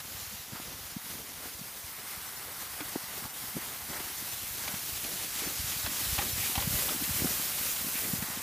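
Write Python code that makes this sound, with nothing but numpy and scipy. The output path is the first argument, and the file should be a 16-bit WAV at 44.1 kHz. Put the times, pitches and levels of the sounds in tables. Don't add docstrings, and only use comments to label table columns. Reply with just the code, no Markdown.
import sys
import numpy as np
from scipy import signal
from scipy.fft import rfft, irfft, next_fast_len
from scipy.io import wavfile
from scipy.ndimage import uniform_filter1d, minimum_filter1d

SR = 44100
rng = np.random.default_rng(int(sys.argv[2]) if len(sys.argv) > 2 else 0)


def voltage_ratio(decibels):
    exponent = np.asarray(decibels, float) / 20
    return 10 ** exponent


def pcm_store(signal):
    levels = np.round(np.clip(np.atleast_2d(signal), -1, 1) * 32767)
    wavfile.write(sys.argv[1], SR, levels.astype(np.int16).T)


N = 371322
T = np.arange(N) / SR


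def evened(x):
    return x / np.sqrt(np.mean(x ** 2) + 1e-20)


def bell(u):
    return .5 ** ((2 * u) ** 2)


def add(mix, start_s, sound):
    part = mix[max(round(start_s * SR), 0):][:len(sound)]
    part += sound[:len(part)]


def along(points):
    return np.interp(T, *np.transpose(points))


def swells(table):
    t = np.arange(0, N, 64) / SR
    total = sum(db * bell((t - centre_s) / length_s) for centre_s, db, length_s in table)
    return np.interp(T, t, total)


def coloured(x, points):
    size = next_fast_len(len(x))
    point_hz, point_db = np.transpose(points)
    hz = np.fft.rfftfreq(size, 1 / SR)
    db = np.interp(np.log(hz + 1), np.log(point_hz + 1), point_db)
    return evened(irfft(rfft(x, size) * voltage_ratio(db), size)[:len(x)])


def resonate(x, hz, width_hz):
    turn = np.exp(2j * np.pi * np.cumsum(hz * np.ones(len(x))) / SR)
    r = np.exp(-np.pi * width_hz / SR)
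    return 2 * (turn * signal.lfilter([1 - r], [1, -r], x / turn)).real


def wobble(ms):
    span = max(int(ms * SR / 1000), 2)
    return evened(uniform_filter1d(uniform_filter1d(rng.standard_normal(N), span), span))


def crystals(per_s, spread_db):
    size = voltage_ratio(spread_db * np.minimum(rng.exponential(1, N), 5))
    sign = rng.choice([-1., 1.], N)
    return size * sign * (rng.random(N) < per_s / SR)


def patchy(x, patch_db):
    z = signal.stft(x, nperseg=512)[2]
    patches = rng.standard_normal(z.T.shape).T
    patches = uniform_filter1d(uniform_filter1d(patches, size=8, axis=0), size=9, axis=1)
    return evened(signal.istft(z * voltage_ratio(patch_db * evened(patches)), nperseg=512)[1][:N])


def knock(db, hz, cycles, phase):
    half = int(2 * SR * cycles / hz)
    u = np.arange(-half, half) / SR * hz / cycles
    return voltage_ratio(db) * bell(u) * np.cos(2 * np.pi * (cycles * u + phase))


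def blows(table, cycles):
    out = np.zeros(N)
    for centre_s, db, hz in table:
        sound = knock(db, hz, cycles, rng.random())
        add(out, centre_s - len(sound) / 2 / SR, sound)
    return out


# time in seconds, cancelled pitch in Hz.
ECHO_DIP = [
    (0.4, 8600),
    (1.2, 7900),
    (2., 7000),
    (5.8, 8500),
]


def ground_echo(x):
    depth = along([(0., 0.43), (3.2, 0.21), (5.3, 0.24), (6.7, 0.13), (7.2, .05)])
    return x - depth * resonate(x, along(ECHO_DIP), 1900.0)


# pitch in Hz, density in dB per Hz.
HISS = [(150, -2), (400, -11), (1000, -6), (2500, -2), (5000, -1), (7500, -1), (10000, -3.5), (16000, -12)]


def hiss():
    return ground_echo(patchy(coloured(crystals(per_s=14000., spread_db=2.0), HISS), patch_db=1.0))


# pitch in Hz, density in dB per Hz.
SPRAY = [(5000, -17.5), (8000, -7), (11000, -1.5), (13500, 1), (16000, -1.5)]


def spray():
    return ground_echo(patchy(coloured(crystals(per_s=16000., spread_db=1.4), SPRAY), patch_db=.5))


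# pitch in Hz, width in Hz, level in dB.
HULL = [
    (780, 610, 3),
    (1100, 820, 5),
    (1500, 860, 3.5),
    (1914, 590, 2.5),
]


def drone():
    scrape = crystals(per_s=3000., spread_db=0.0)
    modes = [voltage_ratio(db) * resonate(resonate(scrape, hz, width_hz), hz, width_hz) for hz, width_hz, db in HULL]
    band = signal.butter(6, [680., 2250.], "band", fs=SR, output="sos")
    return evened(signal.sosfilt(band, evened(sum(modes))))


# pitch in Hz, density in dB per Hz.
RUMBLE = [(15, -37), (25, -11), (86, -2), (377, -3.5), (600, -4), (780, -10), (1320, -120)]
# time in seconds, level in dB.
TREAD = [
    (0., 8),
    (.9, 13),
    (1.7, 5),
    (2.4, -5),
    (4.3, 1),
    (5.3, -7),
    (6.1, -5),
    (7.2, -4),
    (7.5, -15),
    (8.42, -10),
]


def rumble(shift_db):
    lumps = resonate(crystals(per_s=160., spread_db=8.5), 85.0, 160.0)
    deep = evened(resonate(lumps, 130.0, 190.0))
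    shake = coloured(crystals(per_s=1500., spread_db=2.5), RUMBLE)
    return shake + 0.18 * voltage_ratio(0.5 * shift_db + along(TREAD)) * deep


# time in seconds, hiss in dB, hull load in dB,
# powder in dB, ground shake in dB.
SLIDE = [(0.0, -45, -4.5, -1, -59.5), (0.7, -45, -3, -2, -56), (1.75, -47, -3, 1, -58),
         (1.95, -46, -0.5, 0.5, -63.5), (2.45, -46, 3, 1.5, -59.5), (2.75, -45.5, 1, 1, -57),
         (3.27, -43.5, 2.5, 0.5, -53.5), (3.33, -45, 0, 1.5, -59), (4.1, -43, -1.5, 0.5, -54),
         (5.0, -40.5, -13.5, 0.5, -57.5), (5.4, -37.5, -10, -2, -52), (5.7, -38, -11.5, -0.5, -54.5),
         (6.3, -38, -12, 1, -56), (6.8, -38, -4.5, 2.5, -42), (7.25, -38.5, -5, 2.5, -43.5),
         (7.5, -37, -9.5, 1.5, -58), (8.1, -41, -2.5, 4.5, -42.5), (8.42, -41.5, 0.5, -1, -59)]
# centre in seconds, change in dB, length in seconds.
TUGS = [(0.21, 2, 0.076), (0.48, -2.5, 0.12), (0.75, -2, 0.055), (0.96, -2, 0.064), (1.12, 3, 0.086),
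        (1.34, -0.5, 0.38), (1.47, 1.5, 0.076), (1.54, 1, 0.04), (2.01, -1.5, 0.063), (2.11, 2.5, 0.076),
        (2.49, -0.5, 0.056), (2.61, 2, 0.037), (3.31, -3.5, 0.065), (3.41, 1, 0.07), (2.85, 1.5, 0.055),
        (3.12, -1, 0.077), (3.63, 1.5, 0.072), (3.83, -0.9, 0.13), (4.2, 1, 0.2), (4.77, 1, .06),
        (5.13, -1, .06), (5.22, -0.8, 0.14), (5.31, -1.5, 0.066), (5.52, -1.5, 0.04), (5.9, -2.5, 0.07),
        (6.09, 1.3, 0.32), (6.46, 3, 0.07), (6.64, -0.5, 0.17), (6.74, 2.5, 0.065), (6.8, 2.5, 0.12),
        (6.99, -1, 0.055), (7.17, 3.5, 0.059), (7.3, 1.5, 0.14), (7.53, -2, 0.09), (7.63, 0.5, .08),
        (7.71, 2, 0.055), (7.84, -1.5, 0.042), (8.0, 2.5, 0.088), (8.16, 1.5, 0.057), (8.3, -0.5, 0.099)]
# centre in seconds, change in dB,
# length in seconds.
JOLTS = [(0.57, 4.5, 0.046), (1.14, 1, 0.04), (1.0, 3.5, 0.073), (1.44, 3, 0.044), (1.71, 2, 0.066),
         (2.1, 1, 0.15), (2.81, 1, 0.04), (2.96, 1.5, 0.032), (3.61, 3, 0.062), (3.97, 4, 0.1),
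         (3.84, 1, 0.14), (4.66, 6, 0.16), (4.77, 4, 0.12), (5.15, 1, 0.11), (5.44, 5, 0.097),
         (5.87, 7.5, 0.066), (6.2, 9, 0.063), (6.43, -9, 0.032), (6.58, -1, 0.046), (6.7, -12, 0.033),
         (6.89, -2, 0.033), (7.05, -2, 0.045), (7.83, -1, 0.063), (7.25, -2, 0.027), (7.99, 1.5, 0.058),
         (8.29, 2, 0.16)]
# centre in seconds, change in dB, length in seconds.
SHIFTS = [(0.3, -0.5, .15), (0.44, -5, .07), (0.73, -3, 0.059), (0.83, 0, 0.07), (1.31, -2, 0.14),
          (1.45, 1.5, .07), (1.56, 3.5, 0.084), (1.99, 1, .12), (2.19, 10, 0.047), (2.4, 3, 0.15),
          (3.1, -1, .12), (3.45, -2, 0.082), (3.73, 2.5, 0.24), (4.1, 5, 0.04), (4.85, -7, .08),
          (4.98, 6, .1), (5.2, -3, .12), (5.34, -8, .08), (5.47, -7, 0.1), (5.65, -1, .12),
          (5.97, -9, 0.047), (6.1, -2, .1), (6.28, 11, 0.08), (6.45, 7, 0.052), (6.85, -8, 0.09),
          (7.0, -11.5, 0.17), (7.5, 9.5, 0.16), (7.85, 3, 0.065), (8.0, -9, 0.13), (8.08, -5, 0.071),
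          (8.4, 2, 0.091)]


def sled():
    s, *columns = np.transpose(SLIDE)
    slide_db, load_db, powder_db, shake_db = (np.interp(T, s, c) for c in columns)
    tug_db, jolt_db, shift_db = swells(TUGS), swells(JOLTS), swells(SHIFTS)
    hiss_db = slide_db + tug_db
    spray_db = slide_db + powder_db + 0.91 * tug_db
    drone_db = slide_db + load_db + 0.4 * tug_db + 1.41 * jolt_db
    rumble_db = shake_db + 0.28 * tug_db + 0.89 * jolt_db + shift_db
    chatter = 0.68 * wobble(ms=33.0) + 0.74 * wobble(ms=15.0)
    return (hiss() * voltage_ratio(hiss_db + 2.0 + 0.65 * chatter)
            + spray() * voltage_ratio(spray_db + 3.0 + 0.56 * chatter)
            + drone() * voltage_ratio(drone_db - 6.5 + 1.05 * chatter)
            + rumble(shift_db) * voltage_ratio(rumble_db - 1.0 + 2.06 * chatter + 3.2 * wobble(ms=93.0)))


# start in seconds, peak in dB, colour in Hz.
CRUNCHES = [(0.001, -34.5, 1180), (0.595, -50, 1400), (1.455, -46, 1500), (2.803, -31.5, 2200),
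            (3.9305, -32, 1370), (3.997, -33.5, 4000), (4.677, -28, 4500), (4.741, -33, 2200),
            (5.04, -32, 3030), (5.7189, -31.5, 3020), (5.855, -36, 2200), (5.861, -27, 3100),
            (6.089, -43, 2610), (6.186, -23, 2300), (6.217, -29, 1900), (6.38, -37, 2490),
            (6.553, -23.5, 2900), (6.578, -29, 2200), (6.599, -29, 3550), (6.621, -28, 2400),
            (6.788, -28.5, 2980), (6.887, -27, 3000), (7.243, -36, 1500), (7.434, -41, 4160),
            (7.58, -31, 2680), (7.76, -32, 2840), (7.952, -34, 4200), (7.963, -42, 2520),
            (8.223, -29.5, 1800)]


def crust():
    out, snaps, decay_s = np.zeros(N), crystals(per_s=11000.0, spread_db=-1.5), 0.013
    wide = coloured(snaps, [(300, -14), (800, 9.0), (1800, 3.0), (3500, 4.5), (8000, -9), (16000, -13)])
    for start_s, db, hz in CRUNCHES:
        u = np.arange(int(4 * decay_s * SR)) / SR / decay_s
        at = min(round(start_s * SR), N - len(u))
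        ring = evened(resonate(snaps[at:at + len(u)], hz, .5 * hz))
        clump = wide[at:at + len(u)] / np.std(wide[at:at + len(u) // 4])
        burst = (1 - np.exp(-u * 7.9)) * np.exp(-u * 1.54)
        add(out, start_s, voltage_ratio(db - 6.0) * burst * (0.96 * clump + 0.72 * ring))
    return out


# centre in seconds, peak in dB, pitch in Hz.
THUDS = [(0.035, -59, 85), (0.076, -59, 90), (0.113, -46.0, 103), (0.15, -40, 86), (0.179, -45, 102),
         (0.225, -43.5, 87), (0.278, -44, 80), (0.311, -54, 79), (0.348, -44, 83), (0.398, -46, 84),
         (0.492, -50, 79), (0.56, -49, 100), (0.627, -45, 101), (0.67, -52, 91), (0.692, -60, 76),
         (0.747, -44, 76), (0.77, -51, 95), (0.81, -43, 81), (0.853, -42, 78), (1.054, -56, 76),
         (1.102, -56, 76), (1.148, -51, 73), (1.191, -50.0, 94), (1.229, -50, 84), (1.35, -48, 66),
         (1.377, -51.5, 86), (1.424, -49.5, 78), (1.455, -50.5, 97), (1.55, -44, 73), (1.581, -54, 90),
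         (1.618, -52, 77), (1.647, -51.5, 83), (1.845, -41, 84), (1.892, -57, 83), (2.176, -42, 93),
         (2.226, -52.0, 76), (2.462, -48, 89), (2.582, -47, 93), (2.706, -50, 67), (2.744, -54, 86),
         (2.855, -45, 77), (2.81, -43, 150), (3.04, -43, 170), (3.25, -38, 94.5), (3.4, -50.5, 76),
         (3.481, -46, 81), (3.502, -54, 79), (3.801, -50, 80), (3.829, -44, 85), (3.9, -44, 84),
         (3.984, -41, 82), (4.048, -45, 80), (4.124, -50, 77), (4.209, -56, 86), (4.251, -47, 78),
         (4.338, -44, 86), (4.365, -48, 86)]
# centre in seconds, peak in dB, pitch in Hz.
NEAR_THUDS = [(4.433, -41, 70), (4.508, -43, 79), (4.529, -47, 91), (4.549, -46, 85), (4.588, -45, 92),
              (4.62, -47.0, 74), (4.667, -42, 86), (4.73, -53, 79), (4.928, -39, 82), (4.958, -48, 78),
              (4.985, -47, 72), (5.054, -48, 80), (5.36, -41, 190), (5.603, -38, 190), (5.599, -31.5, 69),
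              (5.645, -35, 100), (5.7, -44, 55), (5.765, -37, 135), (5.846, -32, 87), (5.871, -40, 55),
              (5.902, -46, 73), (5.982, -47, 84), (6.031, -38, 94), (6.067, -37, 85), (6.09, -34, 55),
              (6.125, -31, 55), (6.13, -30.5, 118), (6.188, -29.0, 75), (6.264, -36, 79), (6.3, -37, 90),
              (6.334, -30, 89), (6.361, -36, 88), (6.401, -36.5, 88), (6.483, -45, 94), (6.532, -45, 91),
              (6.581, -25.5, 76.5), (6.606, -46, 98), (6.646, -32, 85), (6.71, -30, 86), (6.752, -26.5, 72),
              (6.74, -28.5, 120), (6.815, -47, 76), (6.841, -44, 56), (6.868, -48, 73), (6.963, -47, 92),
              (7.11, -29.5, 85), (7.16, -34, 85), (7.202, -42, 77), (7.225, -31, 89), (7.286, -44.5, 83),
              (7.322, -50, 94), (7.603, -48, 74), (7.68, -44.5, 89), (7.816, -41, 83), (7.855, -46.0, 76),
              (8.101, -45, 92), (8.19, -34, 86)]


def thuds():
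    return blows(THUDS, cycles=0.82) + blows(NEAR_THUDS, cycles=0.82)


# centre in seconds, peak in dB, pitch in Hz.
CLODS = [(0.195, -49, 256), (0.553, -42, 255), (1.045, -47, 231), (1.062, -42, 219), (1.103, -44, 203),
         (1.458, -41, 297), (1.595, -44, 180), (2.171, -45, 181), (2.805, -35, 480), (2.83, -49, 256),
         (2.968, -42, 240), (3.172, -47, 225), (3.441, -43.5, 207), (3.585, -36, 270), (3.89, -46, 190),
         (3.915, -45, 223), (3.955, -48, 286), (4.006, -34, 316), (4.073, -42.0, 303), (4.102, -45, 248),
         (4.582, -42, 285), (4.691, -40, 236), (4.765, -45, 205), (5.051, -44, 291), (5.136, -42, 226),
         (5.247, -41, 207), (5.467, -34, 200), (5.767, -44, 189), (5.896, -38, 245), (5.919, -39.0, 244),
         (6.016, -40, 240), (6.261, -39, 197), (6.38, -40, 220), (6.498, -35, 263), (6.56, -41, 205),
         (6.711, -40, 196), (6.744, -38, 229), (6.907, -35, 280), (6.92, -35, 350), (6.949, -33, 270),
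         (7.025, -31, 250), (7.08, -38.0, 244), (7.148, -39, 190), (7.166, -41, 189), (7.195, -37.0, 230),
         (7.308, -37, 233), (7.399, -35.5, 224), (7.612, -38, 210), (7.814, -42, 212), (7.847, -35, 218),
         (7.887, -40, 223), (7.956, -36, 231), (8.053, -36, 241), (8.077, -42, 231), (8.105, -40, 194),
         (8.159, -39.5, 215), (8.287, -39.5, 287), (8.303, -37, 198)]


def clods():
    return blows(CLODS, cycles=1.23)


# centre in seconds, peak in dB, pitch in Hz.
TAPS = [(0.335, -47.5, 204), (2.82, -40.5, 297), (3.558, -47, 201), (5.435, -41, 434), (6.195, -28, 810),
        (6.224, -34, 1260), (6.435, -41, 800), (6.186, -41, 600), (6.559, -34, 784), (6.59, -35, 786),
        (6.896, -32, 1310), (7.02, -37, 298)]


def rim_taps():
    return blows(TAPS, cycles=6.1)


# centre in seconds, peak in dB, pitch in Hz.
HEELS = [(0.534, -35, 184), (0.601, -36.5, 270), (0.968, -27, 204), (1.154, -41, 238), (1.616, -35.5, 178),
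         (2.816, -42, 318), (2.961, -21.5, 300), (3.225, -41, 238), (3.259, -39, 219), (3.557, -36, 189),
         (3.568, -25.5, 207), (3.576, -32.5, 326), (3.903, -37, 208), (4.227, -37, 252),
         (4.742, -32.5, 179), (5.422, -35, 330), (5.475, -29.5, 260), (5.878, -36, 250), (6.19, -32, 228),
         (6.579, -28, 226), (6.677, -23, 160), (6.731, -35, 220), (6.963, -32, 235), (7.095, -31, 194),
         (7.222, -24.5, 235), (7.247, -20.5, 275), (7.257, -23, 200), (7.869, -34, 235), (8.137, -23, 186),
         (8.226, -27.5, 180), (8.375, -32, 225)]


def heels():
    return blows(HEELS, cycles=1.09)


# centre in seconds, peak in dB, pitch in Hz.
KNOCKS = [(0.56, -36, 1050), (0.568, -47, 900), (0.6, -36, 775), (1.457, -43, 880), (2.808, -31.5, 975),
          (2.957, -28, 700), (3.255, -34, 1080), (3.569, -33.5, 477), (4.005, -40, 1100), (4.68, -32, 780),
          (4.741, -36, 1000), (5.860, -38, 900), (5.869, -32, 800), (6.182, -26, 1040), (6.189, -26, 960),
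          (6.218, -34, 960), (6.556, -39, 950), (6.58, -28, 800), (6.594, -36, 815), (6.885, -29, 950),
          (7.272, -27, 1450)]


def hull_knocks():
    return blows(KNOCKS, cycles=1.32)


# centre in seconds,
# level in dB, length in seconds, colour in Hz.
SCUFFS = [(.57, -54, 0.046, 1300), (1.6, -61, .2, 13900), (1.98, -53, 0.15, 1900), (3.97, -49, .03, 1600),
          (2.605, -56, 0.17, 1070), (2.816, -46, 0.035, 1300), (3.254, -51, .06, 900),
          (3.622, -51, .04, 1750), (4.682, -40, .007, 2300), (4.76, -52, .05, 2200),
          (6.58, -45.5, 0.066, 784), (5.87, -42, .018, 1780), (5.866, -44, .01, 5200),
          (6.185, -36, .006, 3400), (6.189, -41, 0.014, 1710), (6.426, -43, 0.1, 2300),
          (7.04, -41, .02, 3730), (7.049, -41, 0.01, 2500), (7.967, -43, 0.054, 2420),
          (8.015, -48, .03, 2300), (8.048, -44, .025, 2200)]


def scuffs():
    out, snaps = np.zeros(N), crystals(per_s=3000.0, spread_db=-0.5)
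    for centre_s, db, length_s, hz in SCUFFS:
        half = int(length_s * SR)
        u = np.arange(-half, half) / SR / length_s
        at = round((centre_s - length_s) * SR)
        width_hz = 0.45 * hz
        ring = resonate(resonate(snaps[at:at + len(u)], hz, width_hz), hz, width_hz)
        add(out, at / SR, voltage_ratio(db) * bell(u) * evened(ring))
    return out


def scene():
    mono = sled() + crust() + thuds() + clods() + rim_taps() + heels() + hull_knocks() + scuffs()
    return np.array([mono, mono])


def slotted(x, share):
    hz, _, z = signal.stft(x, SR, nperseg=2048, noverlap=1536)
    chance = share * np.clip((hz[:, None] - 4000) / 10000, 0, 1)
    seeds = rng.random(z.T.shape).T < chance
    keep = minimum_filter1d(minimum_filter1d(1. - seeds, size=4, axis=0), size=4, axis=1)
    return signal.istft(z * np.maximum(keep, .05), SR, nperseg=2048, noverlap=1536)[1][:N]


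# centre in seconds, count of bands.
FILLS = [(0.494, 2), (0.818, 1), (0.866, 1), (0.91, 1), (1.538, 3), (1.588, 1), (1.96, 1), (2.004, 1),
         (2.281, 4), (2.375, 4), (2.886, 2), (3.305, 3), (3.49, 1), (3.513, 2), (3.537, 1), (3.629, 1),
         (3.653, 1), (3.721, 1), (3.907, 2), (4.185, 1), (4.326, 4), (4.475, 2), (4.604, 1), (5.186, 2),
         (5.463, 2), (5.694, 1), (6.324, 1), (6.415, 1), (7.552, 1), (7.717, 3)]


def fills(mid):
    low_hz, top_hz, wide_hz, band_count = 4100, 15300, 1400, 8
    side, block = np.zeros(N), signal.windows.hann(2048)
    hz = np.fft.rfftfreq(len(block), 1 / SR)
    band_of = (hz - low_hz) // wide_hz
    for centre_s, count in FILLS:
        at = round(centre_s * SR) - len(block) // 2
        chosen = np.isin(band_of, rng.permutation(band_count)[:count]) * (hz < top_hz)
        band = rfft(mid[at:at + len(block)]) * chosen
        scrambled = irfft(band * np.exp(2j * np.pi * rng.random(len(hz))))
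        add(side, at / SR, voltage_ratio(-.4) * block * scrambled)
    return side


def low_pass(x):
    return signal.sosfilt(signal.butter(12, 16550, fs=SR, output="sos"), x)


def record(dry):
    cut = signal.sosfilt(signal.butter(3, 42., "high", fs=SR, output="sos"), dry[0])
    edge = signal.firwin(2047, 15310, window=("kaiser", 10), fs=SR)
    mid = slotted(signal.oaconvolve(cut, edge, "same"), share=.003)
    side = fills(mid)
    return low_pass(np.array([mid + side, mid - side]))


dry = scene()
out = record(dry)
pcm_store(out)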